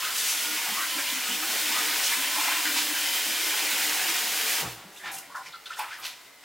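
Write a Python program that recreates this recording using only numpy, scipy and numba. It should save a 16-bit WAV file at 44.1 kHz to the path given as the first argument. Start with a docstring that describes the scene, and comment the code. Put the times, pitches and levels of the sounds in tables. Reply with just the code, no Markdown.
"""An aerated tap jet patters on cloth soaking in a steel sink: dense random clicks over a fine spray of noise.
It churns up ringing bubbles and drums the basin, as noise through resonances. Hands knead the cloth:
air gurgles out as strings of bubbles and water splashes in bursts of droplets. The lever is shut with a thud
and a jolt of low modes in the pipe; the kneading goes on over fizzing foam, in a small tiled kitchen."""
import sys
import numpy as np
from scipy import signal
from scipy.fft import rfft, irfft
from scipy.io import wavfile
from scipy.ndimage import uniform_filter1d
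from numba import njit

SR = 44100
rng = np.random.default_rng(int(sys.argv[2]) if len(sys.argv) > 2 else 0)


def generate_wav(sig):
    """Save sig (samples, or channels by samples) to the path in sys.argv[1] as 16-bit PCM at SR."""
    pcm = np.round(np.clip(np.atleast_2d(sig).T, -1, 1) * 32767).astype(np.int16)
    wavfile.write(sys.argv[1], SR, pcm)


N = 284004
T = np.arange(N) / SR
# frequencies of a transform padded to twice the length
HZ = np.maximum(np.arange(N + 1) * SR / (2 * N), 1)


def undb(db):
    """Logarithmic level: decibels become an amplitude gain."""
    return 10 ** (np.asarray(db) / 20)


def unit(x):
    """Normalization by mean power: scale to rms 1."""
    return x / np.sqrt(np.mean(x ** 2))


def curve(rows):
    """Linear interpolation of (seconds, value) rows at every sample."""
    return np.interp(T, *np.transpose(rows))


def filtered(x, response):
    """Linear filtering: the spectrum is multiplied by a frequency response."""
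    return irfft(rfft(x, 2 * N) * response)[..., :N]


def colour(points):
    """Spectral envelope: a response through (Hz, dB) points, straight over log frequency."""
    hz, db = np.transpose(points)
    return undb(np.interp(np.log(HZ), np.log(hz), db))


def resonances(modes):
    """Modal superposition: (Hz, width Hz, dB) resonators side by side."""
    return sum(undb(db) / (1 + 1j * (HZ ** 2 - hz ** 2) / (HZ * width)) for hz, width, db in modes)


def walk(rate):
    """Slow random modulation: levels drawn `rate` times a second and slewed, with a spread of about 0.84."""
    hold = int(SR / rate)
    steps = np.repeat(rng.standard_normal(N // hold + 1), hold)
    return 1.03 * uniform_filter1d(steps, hold)[:N]


def patter(rate, spread_db):
    """Random impulses: very many small droplet clicks and a few big ones, up to a largest drop."""
    size = undb(spread_db * np.minimum(rng.exponential(size=N), 4.7))
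    struck = rng.random(N) < rate / SR
    return unit(struck * rng.choice([-1, 1], N) * size)


@njit
def bubbles(start, hz, ring_s, size, glide):
    """Bubble resonance: each swells within a cycle, decays 60 dB in ring_s and rises by the share glide."""
    out = np.zeros(N)
    for k in range(len(start)):
        first, life = int(start[k] * SR), int(ring_s[k] * SR) + 1
        turn = 2 * np.pi * hz[k] / SR
        phasor = size[k] + 0j
        step = np.exp(1j * turn - 6.9 / life)
        bend = np.exp(1j * turn * glide / life)
        for i in range(max(first, 0), min(first + life, N)):
            phasor *= step
            step *= bend
            out[i] += phasor.imag * min((i - first) * hz[k] / SR, 1.)
    return out


def burst(s, rise, fall):
    """Transient envelope: a rounded swell up to time s, then an exponential fall."""
    return np.exp(-np.minimum(np.where(T < s, ((T - s) / rise) ** 2, (T - s) / fall), 20))


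# Each row: frequency in Hz, spectral level in dB per Hz, of the faint noise of each microphone.
HISS_SPECTRUM = [(50, -17), (200, -11), (600, 7.5), (1500, -4), (4000, 2), (16000, -10)]


def hiss():
    """Stationary noise: the faint, coloured hiss of one microphone."""
    return unit(filtered(rng.standard_normal(N), colour(HISS_SPECTRUM))) * undb(-60.5)


def kitchen(x, t60_s, wet_db, count):
    """Reverberation: tiles and worktop return dense tails, whose paths shift as the body moves over the sink."""
    t = T[:SR // 2]
    walls = filtered(x, colour([(200, 2.5), (900, 2.5), (4000, -1), (8000, 1.5), (15000, 1.0)]))
    shares = np.array([walk(3.5) for _ in range(count)])
    shares /= np.sqrt(np.sum(shares ** 2, axis=0))
    echo = 0
    for share in shares:
        # no reflection in the first 2 ms
        tail = rng.standard_normal(len(t)) * undb(-60 * t / t60_s) * (t > .002)
        echo = echo + signal.fftconvolve(walls * share, tail / np.sqrt(np.sum(tail ** 2)))[:N]
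    return (x + undb(wet_db) * echo) / np.sqrt(1 + undb(2 * wet_db))


# Quiet kitchen with foam fizzing in the sink. Each row: frequency in Hz, spectral level in dB per Hz.
FOAM_SPECTRUM = [(30, -15), (60, -3), (85, -8), (112, 1.5), (160, -4), (300, 3), (750, 4.5), (1200, 5),
                 (1550, 4.5), (2050, 7), (2500, 1.5), (3000, 4.5), (4200, 3), (5100, 1.5), (6200, -1),
                 (7500, -0.5), (11000, -4.5), (16000, -3.5)]
# The fizzing foam settles once the hands rest. Each row: time in seconds, level in dB.
FOAM_LEVEL = [(4.8, -51.5), (5.25, -50.5), (5.6, -52.5), (5.95, -49.5), (6.2, -51), (6.4, -52.5)]
# Water seeping past the plug sings faintly.
# Each row: frequency in Hz, width in Hz of each of two resonators in series, gain in dB of each.
SEEP_RESONATORS = [(730, 72, -3), (2050, 300, -1), (3980, 160, -9)]
SEEP_DB = -60.5


def foam():
    """Random bursting: tiny bubbles click over the hush of the kitchen, and seeping water excites narrow bands."""
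    fizz = rng.standard_normal(N) + undb(-1.5) * patter(rate=1100, spread_db=1.5)
    fizz = unit(filtered(fizz, colour(FOAM_SPECTRUM))) * undb(curve(FOAM_LEVEL) + 0.53 * walk(14))
    bands = sum(resonances([mode]) ** 2 for mode in SEEP_RESONATORS)
    seep = unit(filtered(rng.standard_normal(N), bands))
    return fizz + undb(SEEP_DB) * seep


# Modes of the pipe and the worktop. Each row: frequency in Hz, width in Hz, gain in dB.
PIPE_MODES = [(64.5, 20, -2), (118, 38, -2), (180, 48, -2), (299, 35, -7.5), (474, 690, -15),
              (710, 75, -16)]
# Dull thuds, of the lever and the closing valve, then of hands on the sink.
# Each row: peak time in seconds, level in dB, fall to 1/e in seconds.
THUD_BLOWS = [(4.55, -57, 0.033), (4.637, -37, 0.019), (4.673, -37.5, 0.034), (4.79, -48.5, 0.21),
              (5.08, -49.5, 0.065), (5.18, -57, 0.15), (5.495, -53, 0.016)]


def thuds():
    """Forced vibration: padded blows shake the modes of the pipe and the worktop."""
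    tilt = colour([(25, -12), (50, -17.0), (800, 5), (2500, 7.0)])
    rumble = filtered(rng.standard_normal(N), resonances(PIPE_MODES) * tilt)
    # the blow alone sets the strength of the shaking
    rumble /= np.sqrt(uniform_filter1d(rumble ** 2, size=2500))
    return rumble * sum(undb(db) * burst(s, 0.033, fall) for s, db, fall in THUD_BLOWS)


# The lever meets its stop and the halted water jolts the plumbing; tap, pipe and sink ring in turn.
# Each row: start in seconds, peak level in dB, frequency in Hz, ring to -60 dB in seconds.
JOLT_MODES = [(4.627, -36, 650, 0.13), (4.626, -35.5, 176, 0.13), (4.643, -36.5, 117, 0.34),
              (4.645, -46, 63, .36), (4.66, -38, 318, 0.22)]


def jolt():
    """Free decay: shutting the valve sets off a few low modes; each swells within a cycle and rings out."""
    out = np.zeros(N)
    for s, db, hz, ring_s in JOLT_MODES:
        age = np.clip(T - s, 0, 2 * ring_s)
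        swell = np.minimum(age * hz, 1)
        decay = np.exp(-np.log(1000) * age / ring_s)
        out += undb(db) * swell * decay * np.sin(2 * np.pi * hz * age)
    return out


# Water thrown up, or pressed and sucked through the cloth. Each row: peak time in seconds, level in dB,
# rise from 1/e in seconds, fall to 1/e in seconds, centre frequency in Hz.
SPLASH_BURSTS = [(.19, -29, 0.051, 0.049, 8040), (.3, -27.5, 0.063, 0.12, 7400),
                 (.99, -45, 0.023, 0.023, 560), (1.51, -44, .025, 0.071, 560),
                 (2.06, -26.5, 0.041, .04, 6940), (2.35, -35, 0.042, .1, 7000),
                 (2.5, -31.5, 0.067, .08, 2000), (2.662, -33, .008, .022, 2400),
                 (2.78, -24, 0.019, 0.032, 4300), (4.79, -52.5, .06, 0.073, 1300),
                 (4.98, -49, 0.048, 0.099, 7500), (5.08, -36.5, 0.041, 0.057, 2470),
                 (5.119, -36, .004, 0.01, 11000), (5.15, -36, 0.02, 0.027, 8000),
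                 (5.186, -38.5, 0.005, 0.0067, 8040), (5.367, -45, .016, 0.03, 6600),
                 (5.467, -48, 0.029, .035, 4870), (5.536, -50, 0.003, 0.03, 2200),
                 (5.661, -45, .003, .02, 4200), (5.72, -44.5, 0.029, 0.079, 3300),
                 (5.785, -42, .018, 0.041, 6260), (5.793, -34, 0.0058, 0.0078, 12000),
                 (5.84, -50, 0.026, .09, 10900), (5.796, -35, 0.0045, 0.063, 2300),
                 (5.935, -43.5, 0.037, 0.082, 3200), (6.005, -46, 0.027, .03, 12500),
                 (6.05, -46, 0.035, 0.034, 1105), (6.059, -31.5, 0.026, 0.032, 3700),
                 (6.064, -38.5, 0.018, 0.024, 10800), (6.17, -56, .08, 0.12, 3300),
                 (6.44, -45, 0.0075, .008, 2330)]


def splashes(count=7000):
    """Band-limited bursts: ticking droplets and tiny ringing bubbles, each splash about its own centre."""
    when, pitch, size = rng.random((count, 3)).T
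    pitch_hz = 900 * 14 ** pitch
    strength = undb(-3.5 * np.log(size + 0.043)) * pitch_hz
    fizz = bubbles(when * N / SR, pitch_hz, 20 / pitch_hz, strength, 0.11)
    drops = patter(rate=3700, spread_db=1.0) + undb(-7.5) * unit(fizz)
    # unpadded transform: every second frequency
    hz_grid = HZ[::2]
    spectrum = rfft(drops) * colour([(150, -26), (700, 10.0), (16000, -2.0)])[::2]
    out = np.zeros(N)
    for s, db, rise, fall, hz in SPLASH_BURSTS:
        band = 1 / (1 + 1j * (hz_grid / hz - hz / hz_grid) / 1.74) ** 2
        out += undb(db) * burst(s, rise, fall) * unit(irfft(spectrum * band))
    return out


# bubbles of one pocket climb in pitch as it empties
CLIMB_OCTAVES_PER_S = 4.14
# a bubble rings for a set number of cycles, but no longer than the cloth lets it, before random scatter
RING_CYCLES, RING_MAX_S = 73, 0.098


def gurgle(s, db, hz, length, scatter, count=20):
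    """Bubble formation: a pocket of air breaks into a string of bubbles, the later ones higher and weaker."""
    when = (np.arange(count) + rng.random(count)) / count
    pitch, size, life = rng.standard_normal((3, count))
    octaves = scatter * pitch + CLIMB_OCTAVES_PER_S * length * (when - .5)
    ring_s = min(RING_CYCLES / hz, RING_MAX_S) * np.exp(0.37 * life)
    strength = undb(1.1 * size - 2.0 * np.abs(pitch) - 4.6 * when)
    string = bubbles(s + length * (when - when[0]), hz * 2 ** octaves, ring_s, strength, 0.1)
    return undb(db) * string / np.sqrt(np.sum(string ** 2) / ((length + 0.016) * SR))


# Pockets of air squeezed out of the cloth. Each row: start in seconds, level in dB, bubble pitch in Hz,
# length in seconds, scatter of pitch in octaves.
AIR_POCKETS = [(0.022, -40, 1400, 0.089, 0.13), (0.657, -42.5, 885, 0.053, 0.14),
               (0.713, -45.5, 1016, 0.047, 0.12), (0.681, -48.5, 227, .08, 0.11),
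               (0.768, -34.5, 1159, 0.041, 0.11), (0.805, -37, 1380, 0.039, 0.092),
               (0.823, -38.5, 1960, 0.033, 0.051), (0.933, -45.5, 276, 0.059, 0.12),
               (0.98, -36, 1600, 0.029, 0.15), (1.07, -35, 3640, .035, 0.19),
               (1.121, -46, 250, .038, 0.097), (1.283, -46.5, 263, 0.062, 0.14),
               (1.423, -36, 1470, 0.016, 0.47), (1.69, -41, 916, 0.045, 0.085),
               (1.738, -37, 1133, 0.05, 0.12), (1.771, -39, 1322, 0.03, 0.14),
               (1.897, -36, 4100, 0.035, 0.21), (2.122, -32.5, 2010, .03, 0.26),
               (2.158, -50, 240, .05, 0.14), (2.359, -35.5, 962, .07, 0.19), (2.433, -36, 1510, .028, 0.18),
               (2.451, -40, 924, .065, 0.17), (2.508, -37, 1714, 0.062, 0.28),
               (2.651, -31.5, 1960, .028, 0.3), (2.756, -40, 945, .02, .12),
               (3.666, -37.5, 2220, .07, 0.16), (4.96, -49.5, 3260, 0.037, 0.18),
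               (4.998, -48, 1920, 0.048, 0.2), (5.04, -48, 950, .06, .24), (5.059, -40.5, 1754, .045, 0.2),
               (5.166, -48, 2750, 0.023, .12), (5.228, -52, 2080, .03, 0.11),
               (5.294, -49, 1110, 0.039, 0.15), (5.345, -37.5, 1298, .014, 0.37),
               (5.367, -43, 1650, 0.017, 0.25), (5.391, -48, 1020, .014, 0.137),
               (5.407, -52, 1580, 0.036, 0.4), (5.459, -46.5, 2390, 0.025, .24),
               (5.465, -50.5, 5100, .025, .12), (5.524, -48.5, 3870, 0.044, 0.14),
               (5.534, -46.5, 1413, .015, 0.21), (5.657, -41.5, 3590, 0.022, 0.16),
               (5.66, -50, 1390, .012, 0.15), (5.703, -41, 1530, 0.03, .2), (5.729, -46, 3190, .02, 0.14),
               (5.769, -44, 1400, .01, 0.32), (5.79, -40.5, 2500, .018, 0.059),
               (5.789, -37.5, 1020, .02, 0.15), (5.792, -45.5, 4750, 0.027, 0.11),
               (5.826, -44, 1450, .04, .34), (5.859, -50, 1100, .03, 0.3),
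               (5.904, -41.5, 1780, 0.053, 0.22), (5.982, -48, 1270, 0.024, 0.38)]
# small pockets of air that the jet frees by chance
STRAY_DB, STRAY_LENGTH_S = -39, .04
STRAY_LOW_HZ, STRAY_OCTAVES, STRAY_SCATTER_OCTAVES = 1400, 1.6, .2


def gurgles(count=12):
    """Displacement of air by water: hands squeeze out big pockets; the running jet frees small ones at random."""
    pockets = list(AIR_POCKETS)
    for when, pitch in rng.random((count, 2)):
        hz = STRAY_LOW_HZ * 2 ** (STRAY_OCTAVES * pitch)
        pockets.append((when * SHUT_S, STRAY_DB, hz, STRAY_LENGTH_S, STRAY_SCATTER_OCTAVES))
    return filtered(sum(gurgle(*row) for row in pockets), colour([(60, -31), (190, -0.5)]))


# Lone large bubbles that ring on in calm water.
# Each row: start in seconds, peak level in dB, starting pitch in Hz, ring to -60 dB in seconds.
LONE_BUBBLES = [(4.849, -42, 196, .13), (5.037, -33, 1800, .11), (5.06, -30, 1825, .09),
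                (5.038, -40, 817, .08), (5.064, -41, 775, .09), (5.118, -39, 790, .1),
                (5.142, -38, 766, 0.11), (5.346, -31, 940, 0.028), (5.35, -30, 1470, .035),
                (5.361, -31, 1430, .02), (5.366, -30, 1036, 0.075), (5.378, -25.5, 1074, 0.038),
                (5.388, -38, 765, .08), (5.539, -40, 1355, .08), (5.558, -38, 1290, 0.069),
                (5.598, -48, 1300, .06), (5.706, -34, 1410, .03), (5.717, -35, 1530, .04),
                (5.79, -26, 866, .08), (5.793, -30, 1380, .04), (5.804, -28, 926, 0.065),
                (5.813, -31, 826, 0.09), (5.905, -33, 1520, .03), (5.925, -36, 1610, .05)]


def plops():
    """Volume resonance of single large bubbles: each is one clear, slightly rising note."""
    s, db, hz, ring_s = np.array(LONE_BUBBLES, float).T.copy()
    return bubbles(s, hz, ring_s, undb(db), 0.04)


# the valve closes; the water left in the spout trickles on for a moment
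SHUT_S, CLOSE_DB_PER_S = 4.608, 320
TRICKLE_DB, TRICKLE_S, DRAIN_DB_PER_S = -13.5, 0.12, 232
# the jet first glances off a fold, then strikes the cloth squarely and patters louder
GLANCING_DB, SQUARE_S = -2.5, 1.472


def flow():
    """Throttling: the share of the full flow that passes the closing valve."""
    return undb(-CLOSE_DB_PER_S * np.maximum(T - SHUT_S, 0))


def landing():
    """Impact strength: the jet lands glancing at first, and at last trickles from the emptying spout."""
    trickle = undb(TRICKLE_DB - DRAIN_DB_PER_S * np.maximum(T - SHUT_S - TRICKLE_S, 0))
    return np.maximum(flow(), trickle) * undb(GLANCING_DB * (T < SQUARE_S))


# Singing bands of the aerator.
# Each row: frequency in Hz, width in Hz of each of two resonators in series, gain in dB of each.
AERATOR_RESONATORS = [(3100, 280, 2.5), (4960, 420, -2)]
# the aerator sings faintly, most while the jet runs undisturbed
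AERATOR_DB, AERATOR_SWELL_DB, AERATOR_PEAK_S, AERATOR_SWELL_S = -44, 7, 3.18, 0.32


def aerator():
    """Flow-excited resonance: water forced through the mesh in the spout sings in two narrow bands."""
    bands = sum(resonances([mode]) ** 2 for mode in AERATOR_RESONATORS)
    song = unit(filtered(rng.standard_normal(N), bands))
    swell = AERATOR_SWELL_DB * np.exp(-((T - AERATOR_PEAK_S) / AERATOR_SWELL_S) ** 2)
    return song * undb(AERATOR_DB + swell + 1.2 * walk(8.6)) * flow()


def drum(modes, strength):
    """Random excitation of modes: the jet drums through shifting cloth, now one mode more, now another."""
    out = np.zeros(N)
    for hz, width, db in modes:
        ringing = filtered(rng.standard_normal(N), resonances([(hz, width, 0)]) ** 2)
        out += undb(db + 2.7 * walk(14)) * unit(ringing)
    # the modes share one push between them
    out = out / np.sqrt(uniform_filter1d(out ** 2, size=4000))
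    return out * strength * flow()


# Low modes of the sink bottom, then higher ones, which ring where the cloth lies thin.
# Each row: frequency in Hz, width in Hz of each of two resonators in series, level in dB among the modes.
BOTTOM_LOW_MODES = [(233.6, 30, -7.5), (272, 23, -1.5), (309, 23.6, 7)]
BOTTOM_HIGH_MODES = [(370, 60, -6.5), (440.7, 22, -1.5), (575, 120, 0.5), (740, 140, 2)]
# How hard the jet drums the low and the high modes as the cloth is moved over the bottom.
# Each row: time in seconds, level in dB.
LOW_DRUMMING = [(0, -62.5), (.33, -69), (.5, -59), (1.3, -57.5), (1.6, -50), (1.93, -51), (2.05, -57),
                (2.2, -54.5), (2.55, -54), (2.75, -49), (3.0, -54.5), (3.13, -52), (3.3, -52), (3.5, -54.5),
                (4.6, -54.5)]
HIGH_DRUMMING = [(0, -69), (1.35, -65), (1.55, -50), (1.9, -52), (2.1, -56), (2.5, -59), (3.2, -56),
                 (3.5, -49), (3.9, -46.5), (4.6, -51.5)]
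# The sink bottom booms briefly when a fold gives way under the jet.
# Each row: peak time in seconds, level in dB, time from the peak to 1/e in seconds.
FOLD_BOOMS = [(.5, -52, .05), (0.996, -46.5, 0.021), (1.145, -50, .025), (1.354, -52, .03), (1.7, -41, .03),
              (1.802, -47, .025), (2.227, -50, 0.045), (2.397, -45, .025), (2.685, -41, 0.034),
              (2.815, -45, .022), (2.912, -40, 0.027), (3.03, -46, 0.029), (3.28, -52, .03),
              (3.874, -48.5, 0.023), (4.094, -48, .025)]
DRUM_THROB_DB, DRUM_THROBS_PER_S = 3, 13


def sink_bottom():
    """Plate vibration: low modes throb and boom in short swells; high ones come up as cloth is pushed aside."""
    booms = sum(undb(db) * np.exp(-((T - s) / length) ** 2) for s, db, length in FOLD_BOOMS)
    low = undb(curve(LOW_DRUMMING) + DRUM_THROB_DB * walk(DRUM_THROBS_PER_S))
    high = undb(curve(HIGH_DRUMMING) + 2.7 * walk(15))
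    return drum(BOTTOM_LOW_MODES, np.hypot(low, booms)) + drum(BOTTOM_HIGH_MODES, high)


# Shape of the bubbling pool. Each row: frequency in Hz, filter gain in dB.
CHURN_FILTER = [(400, -21), (700, -10), (950, 0), (1250, -5), (1600, -0.5), (2400, -1.5), (3100, 0.5),
                (4000, -9), (7000, 1), (14000, -37)]
# Air churned into the pool under the jet, least when the cloth covers it.
# Each row: time in seconds, level in dB under the square, full jet.
CHURN_LEVEL = [(0, -34.5), (1.3, -36.5), (1.6, -34.5), (2.5, -34.5), (3.1, -40.5), (3.45, -34),
               (3.9, -35.5), (4.6, -39)]
CHURN_SWELL_DB, CHURN_SWELLS_PER_S = 1.5, 9


def churn(count=9000):
    """Air entrainment: the jet drags air under, and a cloud of small bubbles rings in the pool."""
    when, pitch, life, size = rng.random((count, 4)).T
    hz = 700 * 8 ** pitch
    ring_s = 22 * (.5 + life) / hz
    strength = undb(-3.0 * np.log(size + 0.019)) * hz
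    cloud = unit(filtered(bubbles(when * N / SR, hz, ring_s, strength, 0.13), colour(CHURN_FILTER)))
    return cloud * undb(curve(CHURN_LEVEL) + CHURN_SWELL_DB * walk(CHURN_SWELLS_PER_S)) * landing()


# Spectrum of the jet on the cloth. Each row: frequency in Hz, spectral level in dB per Hz.
JET_SPECTRUM = [(100, -42), (200, -17.5), (400, -14), (650, -9.5), (900, -11.5), (1300, -8), (2000, 0),
                (3000, -2), (3900, -1.5), (5200, -3.5), (7500, -4), (10000, -6.5), (12500, -7),
                (16000, -6.5)]
JET_DB = -27  # when it strikes squarely at full flow


def jet():
    """Impact noise: the aerated jet shatters on the cloth into dense clicks over a fine spray."""
    drops = patter(rate=6500, spread_db=1.5) + undb(0.5) * rng.standard_normal(N)
    return unit(filtered(drops, colour(JET_SPECTRUM))) * undb(JET_DB + 0.73 * walk(29.95)) * landing()


# Rings of the steel basin, heard in all the water.
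# Each row: frequency in Hz, width in Hz, level in dB over the direct sound.
BASIN_MODES = [(444, 10, -5.5), (753, 16, -8.5), (853, 16, -5.5), (944, 11, -4), (1020, 15, -0.5),
               (1260, 10.5, -3), (1440, 42, -3), (1500, 20, -4.5), (1724, 9, -12), (2158, 14, -35),
               (2390, 33, -2), (2585, 39, -6), (2850, 51, -8), (3020, 60, -16), (3535, 30, -4),
               (5030, 98, -9)]
# Left and right differ only in the treble. Each row: frequency in Hz, gain in dB of the side signal.
STEREO_WIDTH = [(100, -50), (1000, -108), (2000, -29), (4000, -15), (8000, -9.5), (12000, -5.5),
                (15500, -2.5)]


def scene():
    """Superposition: water rings in the basin and the room, and other reflections reach each side."""
    water = jet() + churn() + gurgles() + plops() + splashes() + foam()
    water = filtered(water, (1 + resonances(BASIN_MODES)) * undb(-0.69))
    dry = water + aerator() + sink_bottom() + thuds() + jolt()
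    mid = kitchen(dry, t60_s=0.28, wet_db=-6, count=6)
    # the side signal is turned by a quarter cycle
    side = filtered(kitchen(dry, t60_s=0.16, wet_db=23, count=2), 1j * colour(STEREO_WIDTH))
    return np.array([mid + side, mid - side])


TOP_HZ = 15850


def record(dry):
    """Band limiting: each microphone adds its own hiss, and a steep low-pass cuts the top."""
    low_pass = signal.ellip(12, .1, 85, TOP_HZ, fs=SR, output="sos")
    return signal.sosfilt(low_pass, dry + np.array([hiss(), hiss()]))


dry = scene()
out = record(dry)
generate_wav(out)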